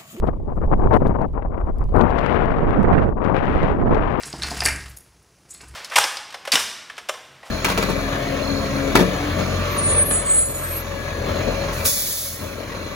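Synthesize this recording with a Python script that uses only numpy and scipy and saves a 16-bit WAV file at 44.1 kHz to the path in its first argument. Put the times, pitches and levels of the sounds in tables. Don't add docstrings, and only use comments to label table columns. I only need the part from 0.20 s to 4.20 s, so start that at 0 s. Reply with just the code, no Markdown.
import sys
import numpy as np
from scipy import signal
from scipy.fft import rfft, irfft, next_fast_len
from scipy.io import wavfile
from scipy.ndimage import uniform_filter1d, minimum_filter1d, map_coordinates

SR = 44100
rng = np.random.default_rng(int(sys.argv[2]) if len(sys.argv) > 2 else 0)


def generate_wav(signal):
    frames = np.transpose(np.atleast_2d(signal))
    scaled = np.clip(frames, -1, 1) * 32767
    pcm = np.round(scaled).astype(np.int16)
    wavfile.write(sys.argv[1], SR, pcm)


N = 176400

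# time_s, level_db, corner_hz (the sound fades above this frequency)
LEFT_WIND = [(0.01, -36, 1090), (0.2, -28.5, 970), (0.35, -31, 830), (0.5, -22.5, 1100),
             (0.585, -23.5, 900), (0.645, -19, 1000), (0.795, -21, 935), (0.97, -24.5, 1040),
             (1.065, -19.5, 1190), (1.1, -45, 860), (1.2, -32, 1190), (1.4, -25.5, 1440),
             (1.55, -32.5, 1090), (1.715, -29.5, 940), (1.76, -13, 1420), (1.84, -12, 1440),
             (1.89, -17, 1970), (2.03, -16.5, 2470), (2.22, -15.5, 2165), (2.45, -19, 2000),
             (2.53, -16.5, 2000), (2.65, -22, 1680), (2.76, -20.5, 1400), (2.83, -19.5, 2100),
             (2.895, -28.5, 1350), (2.94, -22.5, 1250), (3.025, -18, 1520), (3.045, -17, 2140),
             (3.135, -13.5, 1650), (3.165, -16, 2600), (3.22, -19, 2300), (3.45, -18.5, 2450),
             (3.62, -22, 1700), (3.73, -15, 1890), (3.86, -19.5, 2250), (3.98, -16, 2100)]
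RIGHT_WIND = [(0.05, -30, 780), (0.45, -36, 800), (0.66, -21, 576), (0.87, -24.5, 675), (1.1, -36.5, 684),
              (1.6, -37.5, 765), (1.9, -29, 860), (2.35, -25, 1150), (2.47, -12, 1300), (2.54, -24.5, 1040),
              (2.6, -15, 1210), (2.75, -10, 1600), (2.88, -14.5, 1350), (2.95, -31, 650),
              (3.13, -30.5, 800), (3.28, -19.5, 1230), (3.55, -16.5, 1170), (3.73, -15, 1400),
              (3.85, -21.5, 940), (3.98, -31.5, 890)]
# centre_s, length_s, level_db
LEFT_BUFFETS = [(0.04,0.026,-17.5), (0.083,0.022,-15), (0.137,0.012,-24.5), (0.304,0.051,-26.5),
                (0.378,0.016,-21.5), (0.435,0.036,-19), (0.531,0.02,-9), (0.626,0.021,-17),
                (0.674,0.01,-15), (0.713,0.01,-11), (0.741,0.043,-6), (0.764,0.011,-3.5),
                (0.822,0.027,-18.5), (0.861,0.022,-11.5), (0.908,0.033,-15), (0.954,0.023,-16),
                (1.006,0.036,-17.5), (1.172,0.049,-22), (1.256,0.014,-20.5), (1.485,0.034,-21),
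                (1.618,0.04,-23.5), (1.766,0.031,-8), (1.806,0.026,-8), (2.705,0.037,-11),
                (2.928,0.0098,-19)]
# time_s, peak_db
LEFT_POPS = [(0.078, -14), (0.82, 1), (0.868, 0), (.895, -2.5), (1.017, -5)]
# centre_s, level_db
LEFT_RASPS = [(.078, -46), (.535, -49), (0.739, -34), (1.813, -32.5), (1.906, -35.5), (1.987, -33),
              (2.066, -31), (3.05, -39), (3.167, -36), (3.748, -35)]
# centre_s, length_s, pitch_hz, level_db
RIGHT_BOOMS = [(2.593, 0.0522, 199.8, -12.5), (2.74, 0.0376, 146.4, -12.5)]
# time_s, level_db
RUMBLE_LEVELS = [(0, -20), (.2, -27), (.43, -20), (.8, -20.5), (1.25, -25.5), (1.68, -19), (2.05, -27),
                 (2.75, -23), (3.1, -26), (3.7, -24.5), (4, -33.5)]
HISS_LEVELS = [(0, -85), (.3, -88.5), (.7, -80), (1.3, -92.5), (1.75, -81), (2.98, -90), (3.25, -85)]
# start_s, level_db
DRY_TICKS = [(0.7404, -44), (0.7626, -43), (0.7724, -43), (0.87, -43.5), (0.88, -50), (1.017, -48),
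             (1.085, -60), (1.132, -59), (1.415, -61), (1.5848, -49.5), (1.6404, -50.5), (1.693, -53),
             (1.7642, -44), (1.7888, -45), (1.828, -48.5), (2.631, -43.5), (2.737, -49), (3.292, -54)]
# centre_s, length_s, level_db
HAND_RUSTLES = [(.065, .075, -69), (.365, 0.023, -70), (.63, 0.13, -74)]
# frequency_hz, gain_db
LEFT_TONE = [(30, -25), (80, 1.5), (280, -0.5), (700, -0.67), (1500, -1.5), (3000, 0.5), (6000, -7.5)]
RIGHT_TONE = [(30, 4), (80, 8.5), (150, 6), (400, 3.5), (1000, -1.5), (2000, 6), (5000, 2.5), (12000, 9)]
CRACKLE_TONE = [(500, -19.5), (2000, 15), (3500, 8), (6000, -7), (10000, -20), (14000, -26)]
RUMBLE_TONE = [(8, -9), (20, 7), (65, 0), (100, -9), (170, -20.5), (300, -48), (2000, -75.5)]
TICK_TONE = [(3000, 2.5), (7000, -6.5), (12000, -6), (15000, -17.5)]
HISS_TONE = [(1000, 8.5), (2000, 13.5), (4000, 2.5), (8000, -5.5), (12000, -2.5), (15000, -12.5)]

FLUTTER_HZ, GRAIN_HZ = 64.47, 415.2
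PORT_HZ, PORT_WIDTH_HZ, LEFT_RING_DB = 1070, 380, 13
SLOW_HZ = 1500
TIME = np.arange(N) / SR


def wind(flow, tone, steepness, ring_db, flutter_db, grain_db, brighten, crackle_db):
    level_db, corner_hz = curves(flow)
    eddies = wobble(FLUTTER_HZ) * np.minimum(1200 / corner_hz, 1) ** 3
    grain = unit(amp(grain_db * wobble(GRAIN_HZ)))
    rush = turbulence(tone, corner_hz * np.exp(brighten * eddies), steepness, ring_db)
    roar = amp(level_db + flutter_db * eddies) * rush
    tearing = crackle(level_db + crackle_db + 28 * np.log2(corner_hz / SLOW_HZ), spread_db=47)
    return grain * roar + grain ** 2 * tearing


def turbulence(tone, corner_hz, steepness, ring_db):
    hz, frame_s, spectrum = signal.stft(noise(tone), SR, nperseg=256, noverlap=192)
    hz = hz[:, None]
    corner = np.maximum(np.interp(frame_s, TIME, corner_hz), 100)
    slow = 1 / (1 + (corner / SLOW_HZ) ** 6)
    ring_hz = PORT_HZ * np.exp(0.07 * np.interp(frame_s, TIME, wobble(16)))
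    ring = 1 / (1 + (2 * (hz - ring_hz) / PORT_WIDTH_HZ) ** 2)
    shape = (1 + (hz / corner) ** 2) ** (-(steepness + 1.5 * slow) / 2)
    shape *= amp(ring_db * slow * ring)
    power = tone_gain(tone, hz) ** 2
    shape /= np.sqrt((power * shape ** 2).sum(0) / power.sum())
    return signal.istft(spectrum * shape, SR, nperseg=256, noverlap=192)[1][:N]


def buffets(grain_db, gain_db, full_hz=1757, hz_per_db=12.5):
    power = sum(amp(db) ** 2 * np.exp(-np.abs(2 * (TIME - s) / length) ** 3)
                for s, length, db in LEFT_BUFFETS)
    corner_hz, = curves([(s, full_hz + hz_per_db * db) for s, _, db in LEFT_BUFFETS])
    grain = unit(amp(grain_db * wobble(GRAIN_HZ)))
    rush = turbulence(LEFT_TONE, corner_hz, steepness=6.01, ring_db=LEFT_RING_DB)
    return amp(gain_db) * np.sqrt(power) * grain * rush


def pops(width_s=0.00051):
    out = np.zeros(N)
    for s, db in LEFT_POPS:
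        push = bump((TIME - s) / width_s)
        pull = 0.32 * bump((TIME - s - 0.003) / (2 * width_s))
        out += amp(db) * (push - pull)
    return out


def booms():
    out = np.zeros(N)
    for s, length, hz, db in RIGHT_BOOMS:
        progress = np.clip((TIME - s) / length, -2, 2)
        pitch_hz = hz * np.exp(0.15 * (wobble(80) - progress))
        note = np.sqrt(2) * np.sin(2 * np.pi * np.cumsum(pitch_hz) / SR)
        out += amp(db) * bump(2 * progress) * note
    return out


def rasps(width_s=0.0062):
    power = sum(amp(db) ** 2 * bump((TIME - s) / width_s) for s, db in LEFT_RASPS)
    return crackle(10 * np.log10(power + 1e-14), spread_db=69)


def crackle(level_db, spread_db, clicks_per_s=1900):
    clicks = (rng.random(N) < clicks_per_s / SR) * np.sign(rng.standard_normal(N))
    clicks *= amp(-spread_db * rng.random(N))
    return amp(level_db) * unit(filtered(clicks, lambda hz: tone_gain(CRACKLE_TONE, hz)))


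def rumble(gain_db):
    level_db, = curves(RUMBLE_LEVELS)
    side_db = np.array([[-1], [1]])
    return amp(gain_db + level_db + side_db) * stereo_noise(RUMBLE_TONE, shared=0.64)


def ticks(gain_db, fade_s=0.0069):
    out, t = np.zeros(N + SR), np.arange(SR // 20) / SR
    for s, db in DRY_TICKS:
        tick = amp(db + gain_db - 60 * t / fade_s) * rng.standard_normal(len(t))
        out[round(s * SR):][:len(t)] += tick
    return filtered(out[:N], lambda hz: tone_gain(TICK_TONE, hz))


def rustles(centre_hz=10800, width_hz=5900):
    swell = sum(amp(db) * bump(2 * (TIME - s) / length) for s, length, db in HAND_RUSTLES)
    rub = filtered(rng.standard_normal(N), lambda hz: bump((hz - centre_hz) / width_hz))
    return swell * unit(rub)


def hiss(gain_db):
    level_db, = curves(HISS_LEVELS)
    return amp(level_db + gain_db) * stereo_noise(HISS_TONE, shared=0.75)


def amp(db):
    return 10 ** (np.asarray(db) / 20)


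def unit(x):
    return x / np.sqrt(np.mean(x ** 2) + 1e-20)


def bump(x):
    return np.exp(-np.minimum(x * x, 100))


def tone_gain(tone, hz):
    points_hz, db = np.transpose(tone)
    return amp(np.interp(np.log(hz + 1), np.log(points_hz + 1), db))


def curves(rows):
    time_s, *columns = np.transpose(rows)
    return [np.interp(TIME, time_s, column) for column in columns]


def wobble(rate):
    points = rng.standard_normal(N // 16)
    return map_coordinates(points, [TIME * rate], mode="wrap")


def filtered(x, response):
    size = next_fast_len(N + SR // 4)
    hz = np.fft.rfftfreq(size, 1 / SR)
    return irfft(rfft(x, size) * response(hz), size)[..., :N]


def noise(tone):
    return unit(filtered(rng.standard_normal(N), lambda hz: tone_gain(tone, hz)))


def stereo_noise(tone, shared):
    return np.sqrt(shared) * noise(tone) + np.sqrt(1 - shared) * np.array([noise(tone), noise(tone)])


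def scene():
    left = amp(0.5) * wind(LEFT_WIND, LEFT_TONE, steepness=6.09, ring_db=LEFT_RING_DB,
                           flutter_db=2.5, grain_db=2.5, brighten=0.24, crackle_db=-46)
    left += buffets(grain_db=4, gain_db=-0.7) + pops() + rasps()
    right = wind(RIGHT_WIND, RIGHT_TONE, steepness=5.68, ring_db=3,
                 flutter_db=2.5, grain_db=3.5, brighten=0.18, crackle_db=-36)
    right += booms()
    background = rumble(gain_db=0.5) + hiss(gain_db=17) + ticks(gain_db=9) + rustles()
    return np.array([left, right]) + background


def record(dry):
    ceiling, top_hz = 0.98, 14400
    needed = np.minimum(ceiling / (np.abs(dry) + 1e-9), 1)
    held = minimum_filter1d(needed, size=61, axis=1)
    gain = uniform_filter1d(held, size=61, axis=1)
    low_pass = signal.ellip(10, 0.1, 90, top_hz, fs=SR, output="sos")
    return signal.sosfilt(low_pass, dry * gain)


dry = scene()
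out = record(dry)
generate_wav(out)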